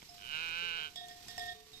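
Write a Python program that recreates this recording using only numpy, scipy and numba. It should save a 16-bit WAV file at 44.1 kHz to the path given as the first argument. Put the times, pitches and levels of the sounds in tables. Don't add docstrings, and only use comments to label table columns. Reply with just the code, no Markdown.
import sys
import numpy as np
from scipy import signal
from scipy.fft import rfft, irfft, next_fast_len
from scipy.io import wavfile
from scipy.ndimage import uniform_filter1d
from numba import njit

SR = 44100
rng = np.random.default_rng(int(sys.argv[2]) if len(sys.argv) > 2 else 0)


def transcribe(u):
    v = np.clip(np.atleast_2d(u).T, -1, 1)
    q = np.round(v * 32767).astype(np.int16)
    wavfile.write(sys.argv[1], SR, q)


N = 79380


def undb(db):
    return 10 ** (np.asarray(db) / 20)


def unit(x):
    return x / np.sqrt(np.mean(x ** 2) + 1e-30)


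def colour(x, points):
    hz, db = np.array(points, float).T
    size = 2048
    f = np.maximum(np.fft.rfftfreq(size, 1 / SR), 1)
    log_gain = np.log(undb(np.interp(np.log(f), np.log(hz), db)))
    cepstrum = irfft(log_gain)
    cepstrum[1:size // 2] *= 2
    cepstrum[size // 2 + 1:] = 0
    impulse = irfft(np.exp(rfft(cepstrum)))
    return signal.fftconvolve(x, impulse)[:N]


def shape(x, response):
    size = next_fast_len(2 * N)
    hz = np.maximum(np.fft.rfftfreq(size, 1 / SR), 1)
    return irfft(rfft(x, size) * response(hz), size)[:N]


def resonance(x, hz, width_hz):
    return signal.lfilter(*signal.iirpeak(hz, hz / width_hz, fs=SR), x)


@njit
def moving_resonance(x, hz, width):
    y, band, low = np.empty(len(x)), 0., 0.
    for i in range(len(x)):
        g, damping = np.tan(np.pi * hz[i] / SR), width / hz[i]
        v = (band + g * (x[i] - low)) / (1 + g * (g + damping))
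        band = 2 * v - band
        low = low + 2 * g * v
        y[i] = damping * v
    return y


def walk(rate):
    hold = max(int(SR / rate), 1)
    steps = np.repeat(rng.standard_normal(N // hold + 1), hold)
    return unit(uniform_filter1d(steps, hold)[:N])


def since(start):
    return np.maximum(np.arange(N) / SR - start, 0)


def burst(start, decay_s):
    age = since(start)
    return rng.standard_normal(N) * (age > 0) * np.exp(-age / decay_s)


def fade(start, t60):
    attack_s = .0005
    age = since(start)
    return np.exp(-np.log(1000) * age / t60) * (1 - np.exp(-age / attack_s))


def ring(hz, envelopes):
    phase = 2 * np.pi * (hz * np.arange(N) / SR + rng.random())
    return np.sqrt(2 * sum(e ** 2 for e in envelopes)) * np.sin(phase)


def field():
    # frequency in Hz, relative level in dB per Hz.
    field_tone = [(25, -2.5), (60, -1), (120, -2.5), (250, -7), (450, -9), (600, -21.5), (1000, -16),
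                  (1600, -12), (2500, -7), (4000, -4), (5500, -5), (7500, -16.5), (10000, -14.5),
                  (12500, -15), (15000, -24)]
    # time in seconds, change in level in dB.
    field_course = [(0, -2.5), (.07, -2.5), (.15, -1), (0.499, 0.5), (1.1, .5), (1.45, 3), (1.62, -3.5),
                    (1.8, 0)]
    field_db, swell_db, flicker_db = -54.5, 1.13, 1.5
    alike_hz = 970
    buffet_db, buffet_hz = -76.5, 29

    lowpass = signal.butter(1, alike_hz, fs=SR)
    shared = signal.lfilter(*lowpass, rng.standard_normal(N))
    course_db = np.interp(np.arange(N) / SR, *np.array(field_course).T)
    swell = undb(course_db + swell_db * walk(5.045))
    flicker = undb(flicker_db * walk(180))
    sides = []
    for own, gust in rng.standard_normal((2, 2, N)):
        own_treble = own - 0.45 * signal.lfilter(*lowpass, own)
        rustle = unit(colour(shared + own_treble * flicker, field_tone))
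        buffet = unit(resonance(gust, buffet_hz, buffet_hz))
        sides.append(undb(field_db) * swell * rustle + undb(buffet_db) * buffet)
    return np.array(sides)


def ticks():
    # start in seconds, level in dB, centre in Hz, width in Hz, decay of the burst in seconds.
    tick_list = [(0.019, -41.5, 2140, 600, 0.0013), (.027, -47, 300, 497, 0.0022),
                 (.027, -47, 1320, 2500, 0.003), (0.0295, -60, 5500, 2500, 0.0024),
                 (0.146, -58.5, 1040, 600, 0.0082), (1.264, -53.5, 220, 248, 0.0054),
                 (1.732, -53, 3900, 1200, 0.0046)]
    out = np.zeros(N)
    for start, db, hz, width, decay in tick_list:
        make_up = np.sqrt(SR / np.pi / width)
        out += undb(db) * make_up * resonance(burst(start, decay), hz, width)
    return out


def far_bells():
    # frequency in Hz, relative level in dB, time to fade by 60 dB in seconds.
    thin_modes = [(704.6, -3, 1), (5164, 3, 0.3), (5170, 8.5, 0.21), (8100, -13, 0.18)]
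    deep_modes = [(434.3, 0.5, 1.18), (1154, -8, 0.51)]
    small_modes = [(730, -19, 0.43), (3731, -0.5, .4), (3700, -17, 0.21), (4890, -14, 0.21)]
    # start in seconds, level in dB.
    thin_blows = [(.089, -57), (.117, -60.5)]
    deep_blows = [(0.624, -59.5), (1.0, -69.5), (1.383, -62.5), (1.549, -62.5), (1.666, -63.5)]
    small_blows = [(1.732, -48.5)]

    out = np.zeros(N)
    for modes, blows in [(thin_modes, thin_blows), (deep_modes, deep_blows), (small_modes, small_blows)]:
        for hz, db, t60 in modes:
            waver = undb(1.0 * walk(25.67))
            envelopes = [undb(db + blow_db) * fade(start, t60) for start, blow_db in blows]
            out += waver * ring(hz, envelopes)
    return out


def near_bell():
    # frequency in Hz, relative level in dB, time to fade by 60 dB in seconds.
    bell_modes = [(709.4, -2.5, 1.21), (745, -17, 1.4), (1834, -1.5, 1.3), (1850, -5.5, 0.59),
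                  (3020, -12.5, 0.11), (3343, -4, 0.41), (3380, -2.5, 0.24), (3700, -4.5, 0.9),
                  (3880, -18, 0.82), (4660, -9, .2), (4710, -6, 0.18), (5230, -2.5, 0.36),
                  (5334, 1.5, 0.12), (7330, -20.5, 0.19), (8050, -18.5, 0.4), (9880, -17, 0.33)]
    mode_groups_hz = [720, 1840, 3350, 5200]
    # start in seconds, time until choked in seconds, level in dB of the
    strokes = [(0.769, 0.17, -60, -72, -71, -71, -78), (.958, 0.094, -55, -54.5, -40.5, -49, -38),
               (1.012, 0.078, -50.5, -58, -73, -73, -70), (1.084, .03, -54, -55, -55.5, -57, -40),
               (1.11, 0.14, -55.5, -60.5, -61, -56, -46), (1.283, 0.11, -56, -54, -49.5, -47.5, -36.5),
               (1.379, 0.15, -43, -41, -50.5, -45.5, -34.5), (1.394, 0.21, -75, -63, -44, -53, -37),
               (1.478, .05, -53, -46, -44, -52.5, -58), (1.546, .1, -61, -69, -72, -73, -72)]
    # frequency in Hz, level in dB.
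    click_tone = [(200, -8), (600, -4), (1100, -5), (2000, 0), (3000, -2), (5000, 0), (8000, -4),
                  (14000, -8)]
    click_s = .003
    choke_db, choke_s = -22, 0.0089

    choked = undb(choke_db)
    out = np.zeros(N)
    blows = []
    for start, free_s, *group_db, click_db in strokes:
        out += undb(click_db) * colour(burst(start, click_s), click_tone)
        choke = choked + (1 - choked) * np.exp(-since(start + free_s) / choke_s)
        blows.append((start, group_db, choke))
    for hz, db, t60 in bell_modes:
        envelopes = []
        for start, group_db, choke in blows:
            level_db = db + np.interp(hz, mode_groups_hz, group_db)
            envelopes.append(undb(level_db) * fade(start, t60) * choke)
        waver = undb(1.0 * walk(45.36))
        out += ring(hz, envelopes) * waver
    return out


def bleat():
    # time in seconds, pitch in Hz.
    pitch_course = [(.18, 97.5), (.225, 99.8), (.26, 122.1), (.3, 142.9), (.335, 154), (.384, 159.2),
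                    (.422, 165.6), (.472, 167.3), (.502, 164.1), (.602, 171.7), (.652, 172.6),
                    (.722, 166.5), (.748, 168), (.778, 167.6), (.792, 153.7), (.86, 155.6), (.89, 131.3)]
    # time in seconds, relative level in dB, mouth opening from 0 to 1,
    # roughness from 0 to 1, upper resonance in Hz.
    effort = [(0.171, -21, 0.8, 0.26, 3020), (.235, -5.5, 0.42, 0.54, 3080), (0.296, -4, 0.56, 0.36, 2940),
              (.34, 2, 0.71, 0.31, 2860), (.42, -1.5, 0.99, 0.07, 2520), (0.499, -2.5, 1, 0.16, 2430),
              (.65, 0, 0.94, 0.02, 2850), (.72, 1, 0.69, 0.14, 2730), (.77, -2, 1, 0, 2880),
              (.8, 2.5, 0.63, 0.65, 3190), (.855, 1.5, 0.48, 0.53, 3110), (0.886, -11.5, 0.9, 0.45, 3170),
              (.91, -33, 0.41, 0.51, 3130)]
    # frequency in Hz, relative level in dB.
    throat_tone = [(100, -14), (170, -19), (340, -22.5), (510, -16), (690, -24.5), (860, -17.5),
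                   (1200, -16.5), (1380, 0), (1530, 5), (1720, -10.5), (1900, -20), (2240, -3), (2420, 3),
                   (2700, -1), (2900, 4), (3150, -2.5), (3480, -16), (3780, -2.5), (4450, -14.5),
                   (5500, -20.5), (8000, -44), (14000, -58)]
    flutter = .002
    jitter_s, shimmer_db = .00018, .8
    rasp_db = -26
    lips_width_hz, lips_db = 220, 1.5
    open_db = -8
    bleat_db = -36

    t = np.arange(N) / SR
    when, db, mouth, rough, lips_hz = np.array(effort).T
    voiced = (t > when[0]) * (t < when[-1])
    hz = np.interp(t, *np.array(pitch_course).T) * (1 + flutter * walk(59.6))
    cycles = np.cumsum(hz * voiced) / SR

    beats = np.interp(np.arange(1, int(cycles[-1])), cycles, t)
    chance = rng.standard_normal((len(beats), 2))
    uneven = np.clip(np.interp(beats, when, rough), 0, 1)
    places = (beats + jitter_s * uneven * chance[:, 0]) * SR
    sizes = undb(shimmer_db * np.sqrt(uneven) * chance[:, 1])
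    pulses = np.zeros(N)
    taps = np.arange(-8, 9)
    for at, size in zip(places, sizes):
        near = int(at) + taps
        pulses[near] += size * np.sinc(near - at) * np.hanning(len(taps))

    puffs = rng.standard_normal(N) * np.exp(-(cycles % 1) / .35) * voiced
    rasp = undb(rasp_db) * unit(puffs) * (1 + 5.3 * np.interp(t, when, rough))
    source = unit(pulses) + rasp
    throat = colour(source * undb(np.interp(t, when, db)), throat_tone)

    opening = np.clip(np.interp(t, when, mouth), 0, 1)
    lips = moving_resonance(throat, np.interp(t, when, lips_hz), float(lips_width_hz))
    voice = opening * throat + (1 - undb(open_db) * opening) * undb(lips_db) * lips
    return undb(bleat_db) * unit(voice) * np.sqrt(.5 * SR / N)


def scene():
    # frequency in Hz, phase in radians.
    left_lead = [(0, -0.5), (430, 1.05), (720, 1.43), (950, 0.84), (1720, 4.5), (2070, 6), (3010, 8),
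                 (5340, 15), (22050, 52)]
    scatter_t60_s = 0.33
    voice_scatter_db, bell_scatter_db = -16, -21.5

    t = np.arange(N) / SR
    voice = bleat()
    bells = near_bell() + far_bells()
    direct = voice + bells + ticks()
    lagging = shape(direct, lambda hz: np.exp(-1j * np.interp(hz, *np.array(left_lead).T)))
    pair = np.array([direct, lagging])

    spill = undb(voice_scatter_db) * voice + undb(bell_scatter_db) * bells
    tails = rng.standard_normal((2, N)) * np.exp(-np.log(1000) * t / scatter_t60_s)
    scatter = np.array([signal.fftconvolve(spill, unit(tail) / np.sqrt(N))[:N] for tail in tails])
    return pair + scatter + field()


def record(dry):
    # frequency in Hz, level in dB.
    left_mic = [(100, 0), (400, -2), (700, 2.5), (1000, 3.5), (1350, -8), (2300, -6.5), (3000, -12.5),
                (3600, -13), (5000, -14), (7500, 8), (10000, -4.5), (14000, 1)]
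    right_mic = [(100, -0.5), (6500, 1), (7500, -7.5), (8200, -49), (8800, 4), (9500, -17.5), (12000, 2)]
    top_hz = 14400

    heard = []
    for x, mic in zip(dry, (left_mic, right_mic)):
        mic_hz, mic_db = np.array(mic, float).T
        heard.append(shape(x, lambda hz: undb(np.interp(np.log(hz), np.log(mic_hz), mic_db))))
    top_cut = signal.ellip(10, .2, 70, top_hz, fs=SR, output="sos")
    return signal.sosfilt(top_cut, np.array(heard))


dry = scene()
out = record(dry)
transcribe(out)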